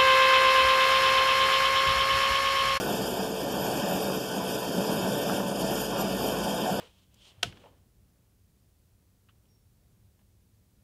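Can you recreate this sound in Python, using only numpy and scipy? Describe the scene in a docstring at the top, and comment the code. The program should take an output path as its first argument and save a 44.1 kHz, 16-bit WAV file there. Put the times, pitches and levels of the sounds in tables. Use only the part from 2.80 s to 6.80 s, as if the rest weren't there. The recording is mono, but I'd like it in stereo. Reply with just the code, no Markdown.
"""A small belt-driven winder spins a large spool indoors, close to a pair of microphones.
From the start the motor whirs on multiples of its shaft speed, belt and bearings rumble through the
frame, the spool throbs as it turns, and the line hisses through its guide with a thin, fluttering squeal.
At about 0.4 s the spool gives the first of its short rattles; from 1.1 s the traverse adds a few knocks.
From 2 s the spool booms louder, and the machine runs on to the end, rattling hardest just before it."""
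import sys
import numpy as np
from scipy import signal
from scipy.fft import rfft, irfft
from scipy.io import wavfile
from scipy.ndimage import uniform_filter1d

SR = 44100
rng = np.random.default_rng(int(sys.argv[2]) if len(sys.argv) > 2 else 0)


def int16_out(signal):
    """Quantize to a 16-bit WAV file."""
    q = np.round(np.clip(np.atleast_2d(signal).T, -1, 1) * 32767)
    wavfile.write(sys.argv[1], SR, q.astype(np.int16))


N = 176400
T, HZ = np.arange(N) / SR, np.fft.rfftfreq(N, 1 / SR)

# Motor shaft. Each row: time in seconds, turns per second.
SHAFT_SPEED = [(0, 62.7), (.45, 63), (.9, 62.5), (1.5, 62.6), (2.0, 62.5), (2.25, 63), (2.6, 64.2),
               (2.75, 62), (3.0, 63.1), (3.15, 62.2), (3.5, 62), (3.85, 62.6), (4, 63.3)]
# Tones of the whir. Each row: shaft multiple, level in dB, left minus right in dB,
# left phase lead in radians, pitch wander in Hz.
WHIR_TONES = [(3, -42, -2, 1.66, 2), (6, -51.5, 4, -0.2, 2.5), (7, -39, -4, 0.65, 1.1),
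              (8, -42, -7.5, -0.63, 1.3), (9, -38.5, -16, 1, .7), (11, -45, -10, .9, 2),
              (12, -49.5, -3, -0.75, 2.5), (14, -46, -2.5, 0.17, 2.5), (19, -61.5, 1, -0.52, 2),
              (24, -49.5, -9, -1.3, 1)]
# Swells of the three strongest tones, and of the hum. Each row: time in seconds, relative level in dB.
SEVENTH_SWELL = [(0, -39), (.5, -39.5), (1.2, -37.5), (1.5, -40), (1.9, -38.5), (2.1, -33), (2.22, -42),
                 (2.5, -38.5), (2.75, -43), (3, -39.5), (3.5, -38.5), (4, -42.5)]
EIGHTH_SWELL = [(0, -39.5), (.3, -39), (.55, -46), (1.05, -43.5), (1.5, -44), (2.05, -41), (2.8, -43.5),
                (3.4, -46), (3.7, -39), (4, -44)]
NINTH_SWELL = [(0, -47), (.5, -46.5), (.96, -39.5), (1.5, -44.5), (1.85, -49), (2, -41.5), (2.55, -39.5),
               (3.2, -41), (3.6, -41.5), (4, -44)]
HUM_SWELL = [(0.0, -57), (0.03, -49), (1.26, -55.5), (1.37, -55), (2.07, -79), (2.94, -45.5), (3.65, -44),
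             (4.0, -64)]
# Swells of the belt and bearings, and of the line. Each row: time in seconds, relative level in dB.
RUMBLE_SWELL = [(0, -30.7), (.12, -30), (.24, -31.5), (.32, -33.5), (.4, -30.5), (.49, -35.2), (.68, -33),
                (.8, -30.6), (1.12, -30.2), (1.25, -32.5), (1.48, -34.4), (1.7, -32), (1.88, -33.5),
                (2.12, -30.5), (2.38, -31.8), (2.55, -29.5), (2.65, -34), (2.74, -34.5), (2.82, -31.5),
                (2.92, -31.5), (3.08, -33), (3.2, -29.8), (3.35, -32), (3.48, -30.4), (3.75, -31.6),
                (3.9, -31), (4, -32)]
LINE_SWELL = [(0.0, -41), (0.08, -44), (.23, -42), (.33, -44), (0.43, -42.5), (0.46, -47), (.63, -46.5),
              (0.87, -43), (1.15, -43), (1.64, -45), (1.75, -41), (1.78, -44.5), (2.58, -42), (2.66, -50),
              (2.68, -44), (2.72, -48), (2.81, -42), (2.86, -44.5), (2.93, -41.5), (3.01, -40), (3.13, -47),
              (3.21, -40.5), (3.24, -46), (3.52, -41), (3.55, -47), (3.62, -42), (4.0, -46.5)]
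# EQ of the rumble and of the hiss. Each row: frequency in Hz, relative level in dB.
RUMBLE_EQ = [(20, -83), (35, -79), (50, -64), (78, -62), (98, -65.5), (125, -53.5), (200, -57.5),
             (280, -54.5), (400, -57.5), (550, -56), (720, -59), (900, -64.5), (1050, -66.5), (1300, -74.5),
             (1700, -74.5), (2200, -73.5), (4000, -82.5), (9000, -110)]
HISS_EQ = [(20, -110), (1200, -81.5), (2200, -80.5), (3000, -74), (4000, -79.5), (4400, -80), (5200, -76),
           (6500, -76.5), (7800, -77.5), (10000, -79), (12300, -76.5), (14200, -82.5)]
# Resonances of frame and spool. Each row: frequency in Hz, nominal width in Hz, lift in dB.
FRAME_MODES = [(308, 9.1, 2), (648.4, 6.8, 8.5), (840, 110, -1.5), (992, 35, 3.5), (1407, 20, 12),
               (1503, 36, 11), (1613, 69, 8.5), (1780, 75, 10), (2576, 134, 4.5), (2990, 26, 7),
               (3115, 39, 6), (3220, 60, 6.5), (3450, 70, 6), (3680, 130, 7), (4060, 41, 7.5),
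               (4220, 88, 11), (4526, 120, 9), (4947, 105, 7.5), (5260, 70, 6), (5801, 89, 7),
               (6360, 76, 3), (6840, 300, 2)]
# The spool's boom, before its throb. Each row: time in seconds, level in dB.
BOOM_LEVEL = [(0, -44), (.16, -36.5), (.3, -44.5), (.62, -45), (.88, -41), (1.05, -36), (1.3, -38),
              (1.42, -43), (1.56, -39), (1.87, -43), (2.02, -34), (2.2, -33.5), (2.31, -34), (2.4, -38),
              (2.48, -33.5), (2.6, -31.5), (2.68, -36), (2.78, -34.5), (3.12, -38), (3.3, -35.5),
              (3.42, -38), (3.6, -36.5), (3.91, -33.5), (4, -39)]
# Swells of the low and high squeals. Each row: time in seconds, relative level in dB.
LOW_SQUEAL = [(0.0, -53), (0.06, -60.5), (.22, -56), (.5, -62), (1.62, -62), (1.74, -55.5), (1.85, -61),
              (2.05, -60), (2.12, -53), (2.17, -59), (2.58, -55), (2.65, -64), (2.69, -55), (2.9, -57),
              (3.0, -53), (3.11, -60), (3.5, -54), (3.56, -62), (3.76, -53.5), (3.82, -63), (4.0, -60)]
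HIGH_SQUEAL = [(0.0, -49), (0.17, -53), (0.51, -53.5), (0.53, -57), (0.89, -49.5), (0.91, -55), (1.15, -52),
               (1.65, -58), (1.75, -48.5), (1.79, -55), (2.58, -53.5), (2.74, -65), (2.8, -50), (2.85, -59),
               (3.01, -46.5), (3.15, -60), (3.21, -47), (3.25, -59), (3.38, -50), (3.53, -52),
               (3.54, -56.5), (4.0, -56)]
# Squeals in the guide. Each row: swell, pitch in Hz, nominal width in Hz, base level in dB, flutter in dB.
GUIDE_SQUEALS = [(LOW_SQUEAL, 9410, 200, -56.5, 3.4), (HIGH_SQUEAL, 11851, 36, -49.5, 3),
                 (HIGH_SQUEAL, 11930, 240, -51, 2.7)]
# Rattles of the spool. Each row: midpoint in seconds, length in seconds, relative level in dB.
RATTLES = [(.385, .06, -34), (.81, .09, -36.5), (.97, .12, -35.5), (1.11, .06, -32.5), (2.255, .05, -34.5),
           (2.52, .07, -37), (3.21, .05, -34), (3.46, .08, -36), (3.67, .06, -35.5), (3.745, .03, -35),
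           (3.885, .08, -29.5)]
# The ring of a rattle. Each row: frequency in Hz, nominal width in Hz, relative level in dB.
RATTLE_MODES = [(646, 63, 0.5), (742, 84, 0), (880, 65, -6.5)]
# Knocks of the traverse. Each row: start in seconds, level in dB, centre in Hz, decay in seconds.
KNOCKS = [(1.111, -26.5, 550, .005), (1.300, -29, 600, .004), (2.497, -21.5, 510, .008),
          (2.600, -26, 420, .01), (2.682, -31, 11500, .005), (2.911, -27, 340, .012),
          (3.185, -27, 380, .018)]
# Stereo balance. Each row: frequency in Hz, left minus right in dB.
MIC_BALANCE = [(50, 1.5), (130, -4), (220, -2), (330, -5.5), (480, -6.5), (700, -3.5), (900, -1),
               (1500, -1.5), (1850, -0.5), (2020, 0), (2180, 0), (2600, -2), (3600, -1), (3880, -2),
               (4150, -0.5), (7000, -3), (9000, -4), (11000, -6), (13000, -11.5), (14200, -10)]
# Stereo focus. Each row: frequency in Hz, likeness of left and right from 0 to 1.
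MIC_LIKENESS = [(20, .43), (60, 1), (300, 0.78), (600, 0.68), (950, 0.96), (1350, 0.75), (1700, 0.69),
                (1950, 1), (2220, 1), (2500, 0.3), (3100, 1), (3550, 0.54), (3950, 1), (4200, 0.96),
                (4550, 0.8), (5050, 1), (5500, 0.8), (6100, 0.77), (6600, 0.53), (7200, 1), (8000, 0.49),
                (9400, 0.27), (10500, 0.32), (11900, 0.56), (12500, .35), (14000, .15)]
# Stereo phase. Each row: frequency in Hz, extra left lead in radians.
MIC_LEAD = [(50, -0.35), (130, -0.99), (260, -2), (500, -1.54), (650, -1.13), (900, -0.12), (1500, 0),
            (2020, -0.27), (2180, 0.2), (2600, -0.7), (3300, 0.45), (3880, -0.87), (4130, 0.23),
            (4380, 1.1), (4600, -0.13), (12000, -0.39)]


def amp(db):
    """Decibels to gain."""
    return 10 ** (np.asarray(db) / 20)


def unit(x):
    """Scales to rms 1."""
    return x / np.sqrt(np.mean(x ** 2) + 1e-20)


def curve(points):
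    """An envelope of straight lines over time."""
    return np.interp(T, *np.transpose(points))


def swing(points):
    """An envelope's rise and fall around its average."""
    level = curve(points)
    return level - level.mean()


def colour(points):
    """A curve over frequency, joined on a log axis."""
    hz, value = np.transpose(points)
    return np.interp(np.log(HZ + 1), np.log(hz + 1), value)


def drift(rate_hz):
    """A random wobble of rms 1, up to about this rate."""
    return unit(irfft(rfft(rng.standard_normal(N)) * (HZ > 0) / (1 + (HZ / rate_hz) ** 4), N))


def peak(hz, width_hz):
    """The bell curve of one resonance, this wide at half height."""
    return 1 / (1 + (2 * (HZ - hz) / width_hz) ** 2)


def frame_gain():
    """The frame's resonances colour whatever sounds through it."""
    lift = sum((amp(db) ** 2 - 1) * peak(hz, 1.4 * width) ** 2 for hz, width, db in FRAME_MODES)
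    return np.sqrt(1 + lift.clip(-.9))


def reflections(per_s=1500, decay_s=.035):
    """Early echoes off bench and walls lay a fine, steady ripple on the midrange."""
    taps = (rng.random(N) < per_s / SR) * rng.standard_normal(N)
    taps *= np.exp(-np.minimum(T / decay_s, 50))
    midrange = HZ / (HZ + 900) / (1 + (HZ / 6500) ** 4)
    return 1 + amp(-6) * rfft(taps / np.linalg.norm(taps)) * midrange


def patchy_noise(depth_db, size=512):
    """Two noises that share drifting patches of level in time and frequency."""
    spectra = signal.stft(rng.standard_normal((2, N)), nperseg=size)[2]
    patches = uniform_filter1d(rng.standard_normal(spectra.shape[1:]), size=6, axis=0)
    patches = unit(uniform_filter1d(patches, size=8, axis=1))
    return signal.istft(spectra * amp(depth_db * patches), nperseg=size)[1][:, :N]


def mic_pair(noises, eq, lag_s=.000487):
    """Colours two noises and spreads them in stereo at rms 1; the left mic is inverted and later."""
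    direct, diffuse = rfft(noises) * eq
    likeness = np.clip(colour(MIC_LIKENESS), 0, 1)
    blend = likeness * direct + np.sqrt(1 - likeness ** 2) * diffuse
    phase_shift = -np.exp(1j * (colour(MIC_LEAD) - 2 * np.pi * HZ * lag_s))
    left = amp(colour(MIC_BALANCE)) * phase_shift * blend
    return unit(irfft(np.array([left, direct]), N))


def motor_whir(wow_share=.0018, flutter_db=1.8):
    """The motor sings wavering tones on multiples of its shaft speed."""
    speed = curve(SHAFT_SPEED) * (1 + wow_share * drift(8.24))
    swells = {7: swing(SEVENTH_SWELL), 8: swing(EIGHTH_SWELL), 9: swing(NINTH_SWELL)}
    out = np.zeros((2, N))
    for multiple, db, left_db, lead, wander_hz in WHIR_TONES:
        swell = swells.get(multiple, swing(RUMBLE_SWELL) / 2)
        phase = 2 * np.pi * np.cumsum(multiple * speed + wander_hz * drift(16.3)) / SR
        level = db + 0.85 * swell + flutter_db * drift(13)
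        out += amp(level) * np.array([amp(left_db) * np.cos(phase + lead), np.cos(phase)])
    return np.sqrt(2) * out


def motor_hum(hz=57.7, left_lead_rad=2.47):
    """A low hum comes and goes under the whir."""
    phase = 2 * np.pi * np.cumsum(hz + 0.8 * drift(3.3)) / SR
    tone = np.array([.8 * np.cos(phase + left_lead_rad), np.cos(phase)])
    return np.sqrt(2) * amp(curve(HUM_SWELL) + 5) * tone


def belt_rumble(flicker_db=.62):
    """Belt and bearings rumble through the frame."""
    level = curve(RUMBLE_SWELL) + 1 + flicker_db * drift(43)
    noise = patchy_noise(depth_db=1.45)
    return amp(level) * mic_pair(noise, amp(colour(RUMBLE_EQ)) * frame_gain() * reflections())


def spool_boom(hz=194.2, width_hz=34.8, turns_per_s=7.0, throb_db=1.5):
    """The spool booms, swelling once in each turn."""
    speed = curve(SHAFT_SPEED)
    turns = np.cumsum(turns_per_s * speed / speed.mean()) / SR
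    level = curve(BOOM_LEVEL) + throb_db * np.cos(2 * np.pi * turns)
    return amp(level) * mic_pair(rng.standard_normal((2, N)), peak(hz, width_hz))


def line_hiss(eq, pull_db, crossover_hz=6600):
    """The line rushes onto the spool and, above the crossover, hisses in the guide as its pull varies."""
    low_share = 1 / (1 + (HZ / crossover_hz) ** 6)
    flicker_db = 1.26 * drift(31)
    rush_db = -38 + 0.3 * swing(RUMBLE_SWELL) + 0.5 * pull_db + .4 * flicker_db
    hiss_db = -42 + 0.94 * pull_db + flicker_db
    rush = amp(rush_db) * mic_pair(patchy_noise(depth_db=2), eq * np.sqrt(low_share))
    hiss = amp(hiss_db) * mic_pair(patchy_noise(depth_db=2), eq * np.sqrt(1 - low_share))
    return rush + hiss


def line_snags(eq, pull_db, per_s=200, spread_db=2.5, decay_s=.00058):
    """Tiny snags of the line make a fine, bright crackle."""
    snags = (rng.random(N) < per_s / SR) * amp(spread_db * np.minimum(rng.exponential(1, N), 4))
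    bursts = signal.lfilter([1], [1, -np.exp(-1 / (decay_s * SR))], snags + 1e-12)
    return amp(-49 + 0.94 * pull_db) * mic_pair(bursts * rng.standard_normal((2, N)), eq * HZ)


def guide_squeals():
    """The line slides through the guide, squealing in thin, fluttering bands."""
    out = np.zeros((2, N))
    for swell, hz, width, db, flutter_db in GUIDE_SQUEALS:
        envelope = amp(db + 1.37 * swing(swell)) * unit(amp(flutter_db * drift(30)))
        out += envelope * mic_pair(rng.standard_normal((2, N)), peak(hz, 1.4 * width))
    return out


def spool_rattle(trim_db=-1, flicker_db=1):
    """The spool rattles in short surges, ringing a few broad resonances."""
    power = sum(amp(db) ** 2 * np.exp(-(2 * (T - middle) / length) ** 2) for middle, length, db in RATTLES)
    envelope = np.sqrt(power) * amp(trim_db + flicker_db * drift(60))
    ring = sum(amp(db) * peak(hz, width) for hz, width, db in RATTLE_MODES)
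    return envelope * mic_pair(rng.standard_normal((2, N)), ring)


def traverse_knocks(attack_s=.0013, spread_octaves=1.0):
    """The traverse sends dull knocks and one bright tick through the frame."""
    out = np.zeros((2, N))
    for start, db, hz, decay in KNOCKS:
        age = np.maximum(T - start, 0)
        envelope = np.minimum(age / attack_s, 1) * np.exp(-np.minimum(age / decay, 50))
        band = np.exp(-.5 * (np.log2((HZ + 1) / hz) / spread_octaves) ** 2)
        out += amp(db) * envelope * mic_pair(rng.standard_normal((2, N)), band * frame_gain())
    return out


def scene():
    """The mix: the running machine and its line, with rattles and knocks on top."""
    machine = motor_whir() + motor_hum() + belt_rumble() + spool_boom()
    line_eq = amp(colour(HISS_EQ)) * frame_gain() * reflections()
    pull_db = swing(LINE_SWELL)
    line = line_hiss(line_eq, pull_db) + line_snags(line_eq, pull_db) + guide_squeals()
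    return machine + line + spool_rattle() + traverse_knocks()


def record(dry):
    """A steep low-pass takes off the air above about 14.3 kHz."""
    low_pass = signal.firwin(1601, 14290, window=("kaiser", 9), fs=SR)
    return signal.oaconvolve(dry, low_pass[None], "same")


dry = scene()
out = record(dry)
int16_out(out)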